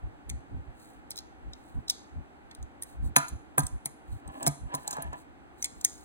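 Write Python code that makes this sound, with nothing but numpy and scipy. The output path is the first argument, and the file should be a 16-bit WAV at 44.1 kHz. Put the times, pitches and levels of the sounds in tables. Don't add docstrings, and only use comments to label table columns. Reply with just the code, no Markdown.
import sys
import numpy as np
from scipy import signal
from scipy.fft import rfft, irfft
from scipy.io import wavfile
from scipy.ndimage import uniform_filter1d

SR = 44100
rng = np.random.default_rng(int(sys.argv[2]) if len(sys.argv) > 2 else 0)


def to_wav(sig):
    pcm = np.clip(np.atleast_2d(sig), -1, 1) * 32767
    pcm = np.round(pcm).astype(np.int16)
    wavfile.write(sys.argv[1], SR, pcm.T)


N = 266496

# start_s, level_db, brightness_db_per_band, favoured_ring_hz, second_ring_hz, chatter_t60_s
METAL_CLICKS = [ (0.293, -49, 0.5, 11400, 3300, 0.014), (0.2978, -44.5, -3.5, 6570, 3400, 0.013),
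                (1.105, -44, 2.5, 12000, 5160, 0.0093), (1.1126, -49.5, -5, 4450, 5500, 0.034),
                (1.157, -53, -0.5, 3970, 5800, .018), (1.167, -51, 3, 5030, 15300, 0.022),
                (1.175, -47, -4.5, 3950, 4900, 0.016), (1.186, -44.5, -1.5, 4100, 5160, 0.012),
                (1.5323, -56, -8.5, 3800, 5100, 0.014), (1.88, -47.5, -5.5, 3930, 5240, .033),
                (1.897, -28, -1, 5450, 3940, 0.017), (1.904, -42, 3.5, 5300, 7060, .012),
                (2.511, -59.5, -5.5, 3450, 4116, .02), (2.548, -56, -3, 9140, 3930, .018),
                (2.626, -58.5, -2, 6630, 8100, 0.012), (2.822, -43, 3, 9030, 10400, 0.011),
                (2.832, -48.5, 4.5, 10100, 11030, 0.016), (3.1622, -21.5, 0, 10370, 6660, 0.02),
                (3.168, -30, 1.5, 6730, 9350, 0.022), (3.1819, -38.5, -2, 10750, 4170, .04),
                (3.281, -48, -0.5, 6740, 8520, 0.015), (3.2865, -53, 3.5, 10200, 8450, 0.028),
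                (3.58, -32, 7.5, 10440, 12300, 0.011), (3.587, -39, 2, 8530, 3500, 0.022),
                (3.5915, -38, 6, 10400, 6600, .03), (3.602, -43.5, -2.5, 10460, 6650, .02),
                (3.6325, -52, 1, 8470, 10400, .02), (3.6659, -41.5, 2.5, 8370, 10200, 0.012),
                (3.8557, -36.5, 3, 10410, 8400, 0.023), (4.2757, -57.5, 2.5, 8430, 3980, .015),
                (4.4273, -42.5, 1.5, 7530, 8500, .02), (4.464, -30.5, -0.5, 10400, 5250, 0.01),
                (4.4704, -30.5, 4, 7560, 5170, 0.009), (4.476, -31, 1.5, 12090, 5260, 0.012),
                (4.739, -49, -2, 7000, 5260, 0.014), (4.7476, -38.5, 0.5, 10500, 6980, 0.027),
                (4.876, -36.5, 0, 7640, 4120, 0.022), (4.907, -41, 2.5, 6850, 5330, 0.033),
                (4.927, -43.5, -2.5, 6660, 3960, 0.062), (4.966, -55, 1, 4000, 8470, .02),
                (5.0216, -47, 5.5, 10600, 4070, 0.0095), (5.13, -59, 0, 7000, 5170, 0.011),
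                (5.6237, -37, 1.5, 6000, 10700, 0.024), (5.6416, -32.5, -1.5, 7150, 5280, 0.037),
                (5.655, -44.5, -2, 8830, 5270, .02), (5.81, -49.5, 0, 7260, 5900, 0.016),
                (5.8466, -23.5, 2, 6480, 9580, 0.0065)]
CLICK_EDGES_HZ = [3300, 5800, 9000, 17000]
CLICK_BAND_DB = (-1.3, -0.45, 0.1)
# mode_hz, level_db
KNIFE_MODES = [(3450, -3), (4080, -1), (5250, -4), (6080, -10), (6540, -0.5), (6790, -2), (7560, -3.5),
               (8470, -2), (9450, -2), (10350, 2), (10720, -0.5), (11950, -3.5), (12500, -6), (15200, -7)]
# start_s, clack_db, boom_db, clack_centre_hz, spot_ring_db
KNOCK_LAYERS = [(3.1613, -14.5, -44.5, 1720, -14), (3.1625, -19.5, -42, 920, -3),
                (3.165, -23, -29.5, 762, 1), (3.5785, -18.5, -40, 983, -7.5), (3.5795, -27.5, -46, 1600, 0),
                (3.583, -29.5, -28, 737, -4), (3.857, -40.5, -48.5, 850, -5), (4.422, -36.5, -51, 807, -2),
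                (4.4647, -27, -34, 1005, -6), (4.468, -33, -50.5, 1600, -0.5),
                (4.4715, -25, -44.5, 683, 16), (4.4769, -42, -32, 677, 4), (4.7403, -28, -40.5, 1024, 3),
                (4.878, -32, -63.5, 850, 8.5), (4.909, -39, -60.5, 1000, 1), (4.929, -36.5, -58, 984, 1.5),
                (4.967, -32.5, -62, 900, 1), (4.982, -32.5, -44.5, 866, -5), (5.129, -37, -57.5, 960, 2)]
# mode_hz, level_db, t60_s
CLACK_MODES = [(670, 1.5, 0.14), (769, 5, 0.073), (889, 1.5, .1), (994, 3, 0.086), (1238, -4, 0.14),
               (1440, -6, 0.092), (1555, -4.5, 0.085), (1694, -4, 0.087), (1810, -5.5, .07),
               (2150, -10, .04)]
# mode_hz, level_db, t60_s
BOOM_MODES = [(144.5, 2, 0.14), (181, -0.5, 0.064), (275, -3, 0.11), (400, -5, 0.034)]
# peak_s, level_db, bell_sigma_s, firmness_db
HAND_BUMPS = [(0.059, -30, .02, -4.5), (0.334, -32, .036, -2), (0.564, -34, .035, 4),
              (0.688, -34.5, 0.016, -14.5), (1.477, -37.5, .027, -4.5), (1.776, -27.5, 0.018, 4.5),
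              (2.179, -34.5, .027, 3.5), (2.624, -35.5, 0.026, -16), (3.044, -26, 0.042, -2),
              (3.341, -28, 0.016, 0), (3.641, -29.5, 0.017, 3.5), (3.744, -29.5, .019, -0.5),
              (4.13, -31.5, .025, 2.5), (4.286, -35, 0.017, 4.5), (4.489, -34.5, .019, -2.5),
              (4.646, -31, .021, -2.5), (5.086, -34.5, 0.029, 2)]
# freq_hz, level_db
BUMP_SPECTRUM = [(20, -14), (40, 0.5), (65, 8), (100, -3), (160, -18), (280, -18.5), (420, -39.5),
                 (1000, -37), (3000, -87)]
# peak_s, level_db, bell_sigma_s, tilt_db_per_octave
DRAG_PULLS = [(4.333, -47.5, 0.055, -2.5), (4.434, -41, 0.039, -3), (4.74, -41, 0.033, 1),
              (4.91, -44, 0.053, 4), (5.028, -43, 0.041, 4), (5.144, -44.5, 0.021, 2)]
# centre_hz, width_hz, level_db
SCRAPE_MODES = [(283.7, 32, -12), (668, 42, -9), (812, 63, -6), (1010, 52, -6), (1687, 52, -12.5)]
# peak_s, level_db, bell_sigma_s
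FINGER_RUBS = [(.86, -61.5, 0.063), (1.68, -69, 0.086), (2.9, -61.5, 0.034), (3.06, -56.5, 0.02),
               (4.14, -64.5, 0.042), (4.39, -62, .05), (4.81, -60, .04), (5.195, -62, 0.027),
               (5.61, -59.5, 0.022), (6.0, -60.5, 0.17)]
# freq_hz, level_db
RUB_SPECTRUM = [(1000, -34), (3000, -10), (4000, 8.5), (5200, -4.5), (7000, 3), (9000, 4.5), (11000, 3),
                (13500, -2), (16000, -1.5)]
# freq_hz, density_db_per_hz
AIR_SPECTRUM = [(20, -20.5), (65, -0.5), (110, -13.5), (190, -16.5), (290, -6), (420, -15.5), (620, -18),
                (780, -10), (1000, -19.5), (1500, -19.5), (2300, -27), (3200, -33.5), (5000, -43.5),
                (8000, -46), (15000, -55)]
# freq_hz, t60_s
ROOM_DECAY = [(150, 0.43), (1000, 0.32), (5000, 0.42), (12000, 0.46), (16000, 0.17)]
# freq_hz, level_db
ROOM_SPECTRUM = [(150, -14), (700, -3.5), (1500, -1.5), (2500, -4), (3900, -1.5), (4700, -2.5),
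                 (5900, -5.5), (6700, -1), (7800, -5), (10500, -8), (12600, -13.5), (14000, -11)]
# freq_hz, left_lead_rad
PORT_LEAD = [(95, -2.5), (135, -0.7), (320, -0.85), (550, -2), (1000, -2.5), (2500, -2.5), (3300, -2.5),
             (4000, -4), (5500, -2.5), (7000, -1.7), (8300, 0), (10000, 1.24), (11500, 3.0), (12700, 4),
             (14300, 5)]
# freq_hz, likeness_0_to_1
PORT_COHERENCE = [(60, 0.82), (200, 0.78), (300, 0.21), (700, 0.27), (1500, 0.58), (3000, 0.86),
                  (4000, 0.14), (5500, 0.98)]
# freq_hz, difference_db
PORT_LEVEL_DIFFERENCE = [(60, -0.4), (170, -0.8), (350, 1), (640, -2.5), (1300, -0.7), (9000, 0.1)]
# start_s, level_db, pitch_hz
HANDLE_TOCKS = [(0.297, -45, 2120), (1.107, -55, 2140), (1.896, -54, 2270), (2.511, -55.5, 1930),
                (2.823, -51, 1914), (3.857, -45, 2150), (4.465, -36, 2200), (5.624, -45, 2130),
                (5.643, -43.5, 2170), (5.847, -39, 1970)]
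# time_s, pitch_hz, level_db
SKID_PATH = [(3.175, 1558, -43), (3.2, 1446, -39.5), (3.222, 1301, -41), (3.238, 1427, -38),
             (3.252, 1412, -40.5), (3.285, 1380, -54.5)]

AIR_DB = -52.5
FAVOUR_DB = 5.5
REBOUND_MIN_S, REBOUND_MAX_S, REBOUND_DB = 0.008, 0.021, -17.5
LEAD_IN_S, LEAD_IN_DB = 0.0046, -22
FIRM_HZ = 124
GRIP_DETUNE = 0.008
SPOT_DB = 2.5


def amp(db):
    return 10 ** (np.asarray(db) / 20)


def rms(x):
    return np.sqrt(np.mean(x ** 2) + 1e-20)


def unit(x):
    return x / rms(x)


def read(points, hz):
    freq_hz, value = np.transpose(points)
    return np.interp(np.log(hz + 1), np.log(freq_hz + 1), value)


def add(mix, start_s, sound):
    part = mix[max(round(start_s * SR), 0):][:len(sound)]
    part += sound[:len(part)]


def colour(x, spectrum):
    gain = amp(read(spectrum, np.fft.rfftfreq(N, 1 / SR)))
    return unit(irfft(rfft(x) * gain, N))


def band(x, lo_hz, hi_hz, order=3):
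    edges_hz = [lo_hz, min(hi_hz, SR / 2 - 1)]
    return signal.sosfilt(signal.butter(order, edges_hz, "band", fs=SR, output="sos"), x)


def low_pass(hz):
    return signal.butter(2, hz, fs=SR, output="sos")


def around(x, hz, width_hz):
    return signal.lfilter(*signal.iirpeak(hz, hz / width_hz, fs=SR), x)


def gliding(x, hz, width_hz):
    turn = np.exp(2j * np.pi * np.cumsum(hz) / SR)
    r = np.exp(-np.pi * width_hz / SR)
    return (turn * signal.lfilter([1 - r], [1, -r], x / turn)).real


def ring(modes, t, scatter_db):
    hz, db, t60_s = np.transpose(modes)[:, :, None]
    share_db, phase_turns = rng.standard_normal((2, len(modes), 1))
    level = amp(db + scatter_db * share_db - 60 * t / t60_s)
    return (level * np.sin(2 * np.pi * (hz * t + phase_turns))).sum(0)


def onset(t, rise_s):
    return 1 - np.exp(-(t / rise_s) ** 2)


def contact(t, hold_s, t60_s):
    decay = np.exp(-np.log(1000) * np.maximum(t - hold_s, 0) / t60_s)
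    return rng.standard_normal(len(t)) * decay


def swells(rows):
    t = np.arange(N) / SR
    bells = [amp(db) * np.exp(-((t - peak_s) / sigma_s) ** 2 / 2) for peak_s, db, sigma_s in rows]
    return np.sqrt(sum(bell ** 2 for bell in bells))


def ports(x, other=None):
    hz = np.fft.rfftfreq(N, 1 / SR)
    right = rfft(x)
    if other is not None:
        same = np.clip(read(PORT_COHERENCE, hz), 0, 1)
        right = same * right + np.sqrt(1 - same ** 2) * rfft(other)
    return np.array([x, irfft(right * np.exp(-1j * read(PORT_LEAD, hz)), N)])


def air():
    return amp(AIR_DB) * ports(*colour(rng.standard_normal((2, N)), AIR_SPECTRUM))


def thumps():
    shudder = colour(rng.standard_normal((2, N)), BUMP_SPECTRUM)
    shudder /= np.sqrt(uniform_filter1d((shudder ** 2).mean(0), size=1500))
    deep = signal.sosfiltfilt(low_pass(FIRM_HZ), shudder)
    push = swells([(s, db, sigma_s) for s, db, sigma_s, _ in HAND_BUMPS])
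    firm = swells([(s, db + firm_db, sigma_s) for s, db, sigma_s, firm_db in HAND_BUMPS])
    return ports(*(push * deep + firm * (shudder - deep)))


def click_parts():
    rows = []
    for (s, db, *tone), (wait, loss) in zip(METAL_CLICKS, rng.random((len(METAL_CLICKS), 2))):
        rebound_s = s + REBOUND_MIN_S + wait * (REBOUND_MAX_S - REBOUND_MIN_S)
        rebound_db = db + REBOUND_DB * (1 + 0.5 * loss)
        rows += [(s - LEAD_IN_S, db + LEAD_IN_DB, *tone), (s, db, *tone), (rebound_s, rebound_db, *tone)]
    return rows


def clicks(hardness_hz=15500, mode_width_hz=300):
    t, out = np.arange(SR // 12) / SR, np.zeros((2, N))
    attack = t < 0.005
    bands = list(zip(CLICK_EDGES_HZ, CLICK_EDGES_HZ[1:]))
    rise = onset(t, rise_s=0.0011)

    def struck(x):
        return x / rms(x[attack])

    for s, level_db, bright_db, hz, second_hz, t60_s in click_parts():
        levels_db = [level_db + CLICK_BAND_DB[k] + bright_db * (k - 1) + FAVOUR_DB * (lo <= hz < hi)
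                     for k, (lo, hi) in enumerate(bands)]
        chatter = contact(t, hold_s=0.0018, t60_s=t60_s) * rise
        steel = np.zeros(len(t))
        for (mode_hz, db), (spot, grip) in zip(KNIFE_MODES, rng.standard_normal((len(KNIFE_MODES), 2))):
            gripped_hz = mode_hz * (1 + GRIP_DETUNE * grip)
            steel += amp(db + SPOT_DB * spot) * around(chatter, gripped_hz, mode_width_hz)
        snap = struck(band(chatter, 1200, hardness_hz, order=4))
        crack = struck(steel) + amp(-7.5) * snap

        tap = contact(t, hold_s=0.00054, t60_s=0.011) * rise
        first_ring = struck(around(tap, hz, width_hz=130))
        second_ring = struck(around(tap, second_hz, width_hz=110))
        favoured = first_ring + amp(-5.5) * second_ring
        strike = crack + amp(0.5) * favoured
        scattered = crack + 0.5 * snap + amp(-11) * favoured

        body = band(contact(t, hold_s=0.00089, t60_s=0.025) * rise, 1700, 3900, order=2)
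        add(out[0], s, amp(levels_db[0] - 19.0) * struck(body))
        for db, (lo_hz, hi_hz) in zip(levels_db, bands):
            for path, part in zip(out, band([strike, scattered], lo_hz, hi_hz, order=4)):
                add(path, s, amp(db) * struck(part))
    return out


def room(x, rise_s=0.0028, echoes_per_s=5000):
    sparse = rng.random((2, SR)) < echoes_per_s / SR
    taps = rng.standard_normal((2, SR)) * sparse * onset(np.arange(SR) / SR, rise_s)
    hz, t, z = signal.stft(taps, SR, nperseg=256)
    decay = np.exp(-np.log(1000) * t / read(ROOM_DECAY, hz)[:, None])
    z *= amp(read(ROOM_SPECTRUM, hz))[:, None] * decay
    tail = signal.istft(z, SR, nperseg=256)[1]
    tail /= np.linalg.norm(tail[0])
    return ports(*signal.fftconvolve(x[None], tail, axes=1)[:, :N])


def tocks():
    t, out = np.arange(SR // 12) / SR, np.zeros(N)
    for s, db, hz in HANDLE_TOCKS:
        blow = contact(t, hold_s=0.0015, t60_s=0.072)
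        tock = around(around(blow, hz, width_hz=410), hz, width_hz=380)
        add(out, s, amp(db) * tock / rms(tock[t < 0.005]))
    return out


def rub(grain_db=2.2):
    catch = unit(uniform_filter1d(rng.standard_normal(N), size=200))
    pressure = unit(uniform_filter1d(rng.standard_normal(N), size=1800))
    hiss = rng.standard_normal(N) * amp(grain_db * (catch + 0.5 * pressure))
    return swells(FINGER_RUBS) * colour(hiss, RUB_SPECTRUM)


def knocks(ring_t60_s=0.054, reach=1.72):
    t, out = np.arange(SR // 3) / SR, np.zeros(N)
    early, late = t < 0.006, t < 0.03
    for s, clack_db, boom_db, hz, ring_db in KNOCK_LAYERS:
        chatter = band(contact(t, hold_s=0.0013, t60_s=0.022), 340, reach * hz, order=2)
        blow = around(chatter, hz, width_hz=0.58 * hz)
        modes = around(ring(CLACK_MODES, t, scatter_db=2.5), hz, width_hz=0.56 * hz)
        spot = ring([(hz, 0, ring_t60_s)], t, scatter_db=0)
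        clack = unit(blow) + amp(-2.5) * unit(modes) + amp(ring_db) * unit(spot)
        clack *= onset(t, rise_s=0.0014)
        boom = ring(BOOM_MODES, t, scatter_db=1) * onset(t, rise_s=0.004)
        add(out, s, amp(clack_db) * clack / rms(clack[early]) + amp(boom_db) * boom / rms(boom[late]))
    return out


def skid(width_hz=120):
    t, (s, hz, db) = np.arange(N) / SR, np.transpose(SKID_PATH)
    rough = signal.sosfilt(low_pass(width_hz / 2), rng.standard_normal((2, N)))
    turn = 2 * np.pi * np.cumsum(np.interp(t, s, hz)) / SR
    level = amp(np.interp(t, s, db)) * (t > s[0]) * (t < s[-1])
    return level * unit(rough[0] * np.cos(turn) + rough[1] * np.sin(turn))


def drag(slips_per_s=460, spread_db=3.7, grit_db=-16.5, drift=0.025):
    size = amp(spread_db * np.minimum(rng.exponential(1, N), 3))
    slips = unit((rng.random(N) < slips_per_s / SR) * rng.choice([-1, 1], N) * size)
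    slips += 0.29 * rng.standard_normal(N)
    grit = unit(band(slips, 1050, 3000, order=3))
    out = amp(grit_db) * swells([row[:3] for row in DRAG_PULLS]) * grit
    for hz, width_hz, mode_db in SCRAPE_MODES:
        octaves = np.log2(hz / 1000)
        pulls = swells([(s, db + mode_db + tilt_db * octaves, sigma_s)
                        for s, db, sigma_s, tilt_db in DRAG_PULLS])
        wander = unit(uniform_filter1d(rng.standard_normal(N), size=6000))
        mode = gliding(slips, hz * (1 + drift * wander), width_hz)
        out += pulls * unit(around(mode, hz, hz / 2))
    return out


def scene():
    metal, scattered = clicks()
    wood = amp(-1.0) * knocks() + amp(3.5) * drag() + skid()
    handle = tocks()
    near = amp(0.1) * metal + handle + wood + rub()
    far = amp(-20.5) * scattered + amp(-16.8) * wood + amp(-21.0) * handle
    return ports(near) + room(far) + amp(-2.0) * thumps() + air()


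def record(dry):
    lean_db = read(PORT_LEVEL_DIFFERENCE, np.fft.rfftfreq(N, 1 / SR)) / 2
    heard = irfft(rfft(dry) * amp([lean_db, -lean_db]), N)
    edge = signal.firwin(255, 16100, window=("kaiser", 9), fs=SR)
    return signal.oaconvolve(np.tanh(heard), edge[None], "same")


dry = scene()
out = record(dry)
to_wav(out)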